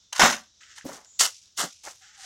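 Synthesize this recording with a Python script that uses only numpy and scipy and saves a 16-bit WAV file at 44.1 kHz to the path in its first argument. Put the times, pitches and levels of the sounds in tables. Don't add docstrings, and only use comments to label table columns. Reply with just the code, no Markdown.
import sys
import numpy as np
from scipy import signal
from scipy.fft import rfft, irfft, next_fast_len
from scipy.io import wavfile
from scipy.ndimage import map_coordinates

SR = 44100
rng = np.random.default_rng(int(sys.argv[2]) if len(sys.argv) > 2 else 0)


def pcm_store(signal):
    levels = np.round(np.clip(np.atleast_2d(signal), -1, 1) * 32767)
    wavfile.write(sys.argv[1], SR, levels.astype(np.int16).T)


N = 99225
TOP_HZ = 15900


def amp(db):
    return 10 ** (np.asarray(db) / 20)


def seconds():
    return np.arange(N) / SR


def decay(t, t60):
    return np.exp(-np.log(1000) * t / t60)


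def through(x, response):
    return signal.fftconvolve(x, response / np.linalg.norm(response))[:N]


def colour(x, points, size=8192):
    hz, db = np.transpose(points)
    bins = np.fft.rfftfreq(size, 1 / SR)
    gain = amp(np.interp(np.log(bins + 1), np.log(hz + 1), db))
    cepstrum = irfft(np.log(np.maximum(gain, 1e-6)))
    cepstrum[1:size // 2] *= 2
    cepstrum[size // 2 + 1:] = 0
    return through(x, irfft(np.exp(rfft(cepstrum))))


def ring(x, modes):
    t = np.arange(SR // 2) / SR
    response = np.zeros(len(t))
    for k, (hz, db, t60) in enumerate(modes):
        response += (-1) ** k * amp(db) * np.sin(2 * np.pi * hz * t) * decay(t, t60)
    return through(x, response)


def contacts(rate, spread_db):
    chance, size, sign = rng.random(N), rng.standard_normal(N), rng.choice([-1, 1], N)
    x = (chance < rate / SR) * sign * amp(spread_db * np.clip(size, -2, 2))
    return x / (x.std() + 1e-12)


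def wobble(rate):
    return map_coordinates(rng.standard_normal(N // 10), [seconds() * rate], mode="wrap")


def chips(rate, spread_db, t60, clump_db, count=18):
    x = np.zeros(N)
    for hz in np.linspace(2000, TOP_HZ, count) + rng.uniform(-250, 250, count):
        hits = contacts(rate / count, spread_db)
        x += hits + ring(hits, [(hz, 0, t60)])
    x *= amp(clump_db * wobble(220))
    return x / x.std()


def stroke(start, rise, hold, fall, db, sag=0):
    t = seconds() - start
    attack = np.sin(np.pi / 2 * np.clip(t / max(rise, 1e-4), 0, 1)) ** 2
    sagged = sag * np.clip(t - rise, 0, hold)
    fallen = fall * np.maximum(t - rise - hold, 0)
    return attack * amp(db - sagged - fallen)


def strokes(rows):
    return sum(stroke(*row) for row in rows)


def blows(rows, modes, contact_s):
    out, t = np.zeros(N + SR), np.arange(SR // 8) / SR
    for at, db, hz in rows:
        tone = np.zeros(len(t))
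        for ratio, level, t60 in modes:
            scattered = ratio ** rng.normal(1, .12)
            tone += amp(level) * decay(t, t60) * np.sin(2 * np.pi * hz * scattered * t)
        tone *= 1 - np.exp(-t / contact_s)
        out[round(at * SR):][:len(t)] += amp(db) * tone / np.abs(tone).max()
    return out[:N]


def garden(x, t60=0.15, wet_db=-20):
    # frequency in Hz, relative level in dB.
    air_tone = [(25, -9.5), (75, 7), (130, 0), (260, -9), (800, -14.5), (1400, -11), (2400, -14), (3700, 1),
                (4400, -3.5), (5800, 4.5), (7300, -4.5), (9000, -24.5), (16000, -36.5)]
    t = np.arange(SR // 4) / SR
    tail = rng.standard_normal(len(t)) * decay(t, t60) * (t > .004)
    air = colour(rng.standard_normal(N), air_tone) * amp(1.2 * wobble(25))
    return x + amp(wet_db) * through(x, tail) + amp(-63) * air


def whistles():
    # start in seconds, length in seconds, pitch in Hz, peak in dB.
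    whistle_rows = [(-.03, .19, 3570, -66), (.45, .3, 3890, -68)]
    t, out = seconds(), np.zeros(N)
    for start, length, hz, db in whistle_rows:
        swell = np.sin(np.pi * np.clip((t - start) / length, 0, 1))
        out += amp(db) * swell * np.sin(2 * np.pi * hz * t + wobble(70))
    return out


def knocks():
    # start in seconds, force in dB.
    knock_rows = [(0.124, -25), (0.147, -39.5), (0.158, -30), (0.177, -31.5), (0.196, -31.5), (0.218, -23),
                  (0.777, -37), (1.05, -56)]
    # start, rise and hold in seconds, fall in dB per second, force in dB.
    slide_rows = [(0.127, 0.044, 0.032, 403.5, -36)]
    # frequency in Hz, relative level in dB.
    knock_tone = [(200, -38), (420, -19.5), (600, -6), (900, -2), (1500, 3), (2400, -4.5), (3100, -3),
                  (4200, -3), (6200, 0), (8500, -8.5), (16000, -29.5)]
    blade_modes = BLADE_MODES
    force = strokes(slide_rows)
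    for at, db in knock_rows:
        force += stroke(at, rise=0.0059, hold=0.00093, fall=1900, db=db)
    hits = force * contacts(rate=4000, spread_db=4)
    return amp(-3) * colour(hits, knock_tone) + amp(-12) * ring(hits, blade_modes)


def pour():
    # start, rise and hold in seconds, fall in dB per second,
    # clatter force in dB, clink force in dB (both ahead of the mix below).
    pour_rows = [(0.193, 0.0035, 0.06, 489, -16, -20.5), (0.246, 0.019, 0.066, 287, -30.5, -31)]
    # start in seconds, force in dB.
    clump_rows = [(0.229, -28)]
    # start in s, peak in dB, pitch in Hz.
    wall_blows = [(.195, -12, 802), (.2165, -6, 1508), (.2195, -5, 1020), (.2355, -7, 763),
                  (.257, -13, 816), (.281, -19, 1880), (.3025, -22.5, 1350), (.307, -18.5, 864),
                  (.3235, -28, 1000), (.3385, -19.5, 1487)]
    # multiple of its pitch before scatter, relative level in dB, t60 in seconds.
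    spot_modes = [(1, -0.5, .03), (1.45, -3.5, .022), (2.6, -10, .014)]
    # mode in Hz, relative level in dB, t60 in seconds.
    wall_modes = [(587, 3, .075), (747, 4, .075), (778, -2, .08), (952, 2, .08), (1087, 2, .08),
                  (1165, 2, .08), (1318, -1, .09), (1416, 0, .09), (1531, 4, .11), (1610, 1, .11),
                  (1749, 0, .1), (1906, 1, .11), (1980, -1, .1)]
    bottom_modes = [(115, -13, .06), (172, -6, .07), (222, 2, .09), (262, -6, .08)]
    # frequency in Hz, relative level in dB.
    clatter_tone = [(60, -48.5), (130, -22.5), (230, -9.5), (330, -8.5), (480, -12.5), (600, -6.5),
                    (850, -3.5), (1550, -2.5), (2000, -3), (2430, -11), (3500, -19.5), (5200, -41)]
    clink_tone = [(1470, -25), (2500, -6.5), (3130, -2), (4240, -6), (6200, 0), (8270, -13), (16000, -28)]
    lag_s = 0.02

    flow, landing, clink = np.zeros((3, N))
    for start, rise, hold, fall, clatter_db, clink_db in pour_rows:
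        flow += stroke(start, rise, hold, fall, clatter_db)
        landing += stroke(start + lag_s, rise, hold - lag_s, fall, clatter_db)
        clink += stroke(start, rise, hold, fall, clink_db)
    hits, wall_hits, bottom_hits = [
        force * contacts(rate=1500, spread_db=3) for force in (flow, flow, landing)]
    clicks = clink * chips(rate=4500, spread_db=3.5, t60=.012, clump_db=1.2)
    thumps = sum(stroke(at, rise=.002, hold=0, fall=4500, db=db) for at, db in clump_rows)

    big_stones = blows(wall_blows, spot_modes, contact_s=0.00038)
    clatter = amp(-2.5) * colour(hits, clatter_tone)
    walls = amp(-6.5) * ring(wall_hits, wall_modes)
    bottom = ring(amp(-13) * bottom_hits + thumps, bottom_modes)
    return big_stones + clatter + walls + bottom + amp(0.44) * colour(clicks, clink_tone)


def rustle():
    # start, rise and hold in seconds, fall in dB per second, force in dB.
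    rustle_rows = [(0.603, 0.008, .215, 198, -54), (2.003, 0.016, 0.31, 100, -54)]
    # frequency in Hz, relative level in dB.
    rustle_tone = [(700, -20.5), (1080, -18), (1280, 0), (1900, 3.5), (2400, -6.5), (3000, -1), (3800, -4),
                   (4300, -6), (6000, -0.5), (7500, -3.5), (9500, -29.5), (16000, -34)]
    swish_tone = [(3000, -19.5), (5800, -16), (7000, 9.5), (7800, -5), (9000, -34)]
    rub = strokes(rustle_rows) * contacts(rate=13000, spread_db=7.5) * amp(2.1 * wobble(32))
    swing = stroke(start=1.03, rise=0.06, hold=0.103, fall=400, db=-55.5)
    swish = swing * rng.standard_normal(N)
    return colour(rub, rustle_tone) + colour(swish, swish_tone)


def pebbles(life_s=.0013, below_db=-24, above_db=-24):
    # start in seconds, peak in dB, pitch in Hz.
    pebble_rows = [(0.634, -39, 2270), (0.781, -35, 1720), (.811, -36.5, 2020), (1.047, -41, 5350),
                   (1.4576, -40, 5900), (1.852, -26, 6180), (1.9117, -35, 6200)]
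    out = np.zeros(N)
    for at, db, hz in pebble_rows:
        t = seconds() - at
        burst = (t >= 0) * np.exp(-np.abs(t) / life_s) * rng.standard_normal(N)
        low_side = [(hz / 6, 2 * below_db), (hz / 2.5, below_db), (hz / 1.4, 0)]
        high_side = [(hz * 1.3, 0), (hz * 2, above_db), (hz * 6, 2 * above_db)]
        click = colour(burst, low_side + high_side)
        out += amp(db) * click / np.abs(click).max()
    return out


def foot():
    # start, rise and hold in seconds, fall in dB per second, force in dB.
    scuff_rows = [(0.747, 0.022, 0.013, 298, -50), (2.134, 0.117, .03, 200, -43.5)]
    thud_rows = [(0.841, 0.016, 0.0045, 334, -38.5), (0.877, 0.014, 0.029, 284, -49),
                 (1.632, 0.0046, 0.013, 750, -36.5)]
    # start, rise and hold in seconds, fall in dB per second,
    # crunch force in dB, fizz force in dB.
    step_rows = [(0.841, 0.044, 0.074, 237, -47.5, -47.5), (1.828, 0.048, 0.008, 387, -43.5, -52.5),
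                 (1.828, 0.0186, 0.0047, 106, -74, -45.5)]
    # start in seconds, peak in dB, pitch in Hz.
    heel_blows = [(.8445, -37.5, 215), (.857, -28, 252), (.891, -33.5, 617)]
    # multiple of the heel's pitch before scatter, relative level in dB, t60 in seconds.
    heel_modes = [(1, 5, 0.027), (1.5, -6.5, 0.042)]
    # frequency in Hz, relative level in dB.
    thud_tone = [(30, -42), (90, -15), (160, -6), (250, 4), (380, -5), (600, -3), (1500, -24.5),
                 (4000, -28.5)]
    crunch_tone = [(120, -16), (250, -15.5), (450, -4), (750, 1), (1600, -3.5), (2100, -6), (2500, -17),
                   (10000, -36)]
    fizz_tone = [(1000, -25), (2700, -8), (4200, -7), (6300, 0), (16000, -28)]
    scuff_tone = [(300, -32), (900, -11), (1700, 1.5), (2500, -4), (6200, 2), (9000, -6), (16000, -35.5)]

    thud = strokes(thud_rows) * contacts(rate=2500, spread_db=2)
    crunch, fizz = [
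        strokes((*row[:4], row[column]) for row in step_rows)
        * contacts(rate=2500, spread_db=4) * amp(2 * wobble(90))
        for column in (4, 5)]
    scuff = strokes(scuff_rows) * contacts(rate=3200, spread_db=6.5)
    heel = blows(heel_blows, heel_modes, contact_s=0.0018)
    return (heel + colour(thud, thud_tone) + colour(crunch, crunch_tone)
            + colour(fizz, fizz_tone) + colour(scuff, scuff_tone))


def bites():
    # start, rise and hold in seconds, fall in dB per second,
    # grit force in dB, soil force in dB (ahead of the mix), soil lag in seconds, trickle force in dB.
    bite_rows = [(1.1893, 0.0071, 0.055, 477, -18, -28.5, 0.013, -43),
                 (1.202, 0.0053, 0.0024, 714.5, -23, -27, 0, -60),
                 (1.562, 0.04, 0.026, 431, -25.5, -26, 0.0058, -43)]
    # frequency in Hz, relative level in dB.
    grit_tone = [(1290, -29.5), (2100, -4), (2370, -18), (2900, -1), (3420, -4), (5440, -2.5), (7210, 1),
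                 (8580, -7), (16000, -21.5)]
    soil_tone = [(60, -48), (150, -14.5), (350, -7.5), (700, 2), (1400, 4), (2100, 1.5), (2400, -36),
                 (4000, -62.5)]
    trickle_tone = [(1200, -58), (2300, -17), (3200, -14), (4300, -12), (5800, -5), (7200, -10.5),
                    (9000, -19), (16000, -42.5)]
    sag_db_per_s, trickle_db_per_s = 82.5, 100

    grit, soil, trickle = np.zeros((3, N))
    for start, rise, hold, fall, grit_db, soil_db, lag, trickle_db in bite_rows:
        grit += stroke(start, rise, hold, fall, grit_db, sag_db_per_s)
        soil += stroke(start + lag, rise, hold - lag / 2, fall, soil_db, sag_db_per_s)
        trickle += stroke(start, rise + hold, 0, trickle_db_per_s, trickle_db)
    grinding = grit * chips(rate=6000, spread_db=4.5, t60=.005, clump_db=1.8)
    crush = soil * contacts(rate=4800, spread_db=3.5)
    running = trickle * chips(rate=18000, spread_db=-0.5, t60=0.001126, clump_db=2.5)
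    steel = amp(-15.0) * ring(crush + amp(-0.5) * grinding, BLADE_MODES)
    return (colour(grinding, grit_tone) + amp(-3) * colour(crush, soil_tone)
            + steel + colour(running, trickle_tone))


def scrape(waver_hz=20, flutter_db=4):
    # time in seconds, pitch in Hz, rms level in dB.
    scrape_path = [(2.008, 760, -71), (2.125, 870, -77), (2.158, 850, -84), (2.18, 800, -62),
                   (2.25, 740, -58)]
    s, hz, db = np.transpose(scrape_path)
    pitch = np.interp(seconds(), s, hz) + waver_hz * wobble(99)
    level = np.interp(seconds(), s, db) + flutter_db * wobble(80)
    tone = np.sqrt(2) * np.sin(2 * np.pi * np.cumsum(pitch) / SR)
    return (seconds() > s[0]) * amp(level) * tone


# mode in Hz, relative level in dB, t60 in seconds.
BLADE_MODES = [(800, -4, .05), (1018, -3, .04), (1250, -1, .04), (1480, 1, .045), (2050, -2, .035),
               (2720, -6, .035), (3120, -2, .05), (5450, -2, .035), (6300, 0, .035)]


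def scene():
    shovel = pour() + knocks() + bites() + scrape()
    person = foot() + rustle()
    return garden(shovel + person + pebbles() + whistles())[None]


def record(dry):
    m = next_fast_len(N + SR // 2)
    in_band = np.fft.rfftfreq(m, 1 / SR) < TOP_HZ
    return irfft(rfft(dry, m) * in_band, m)[..., :N]


dry = scene()
out = record(dry)
pcm_store(out)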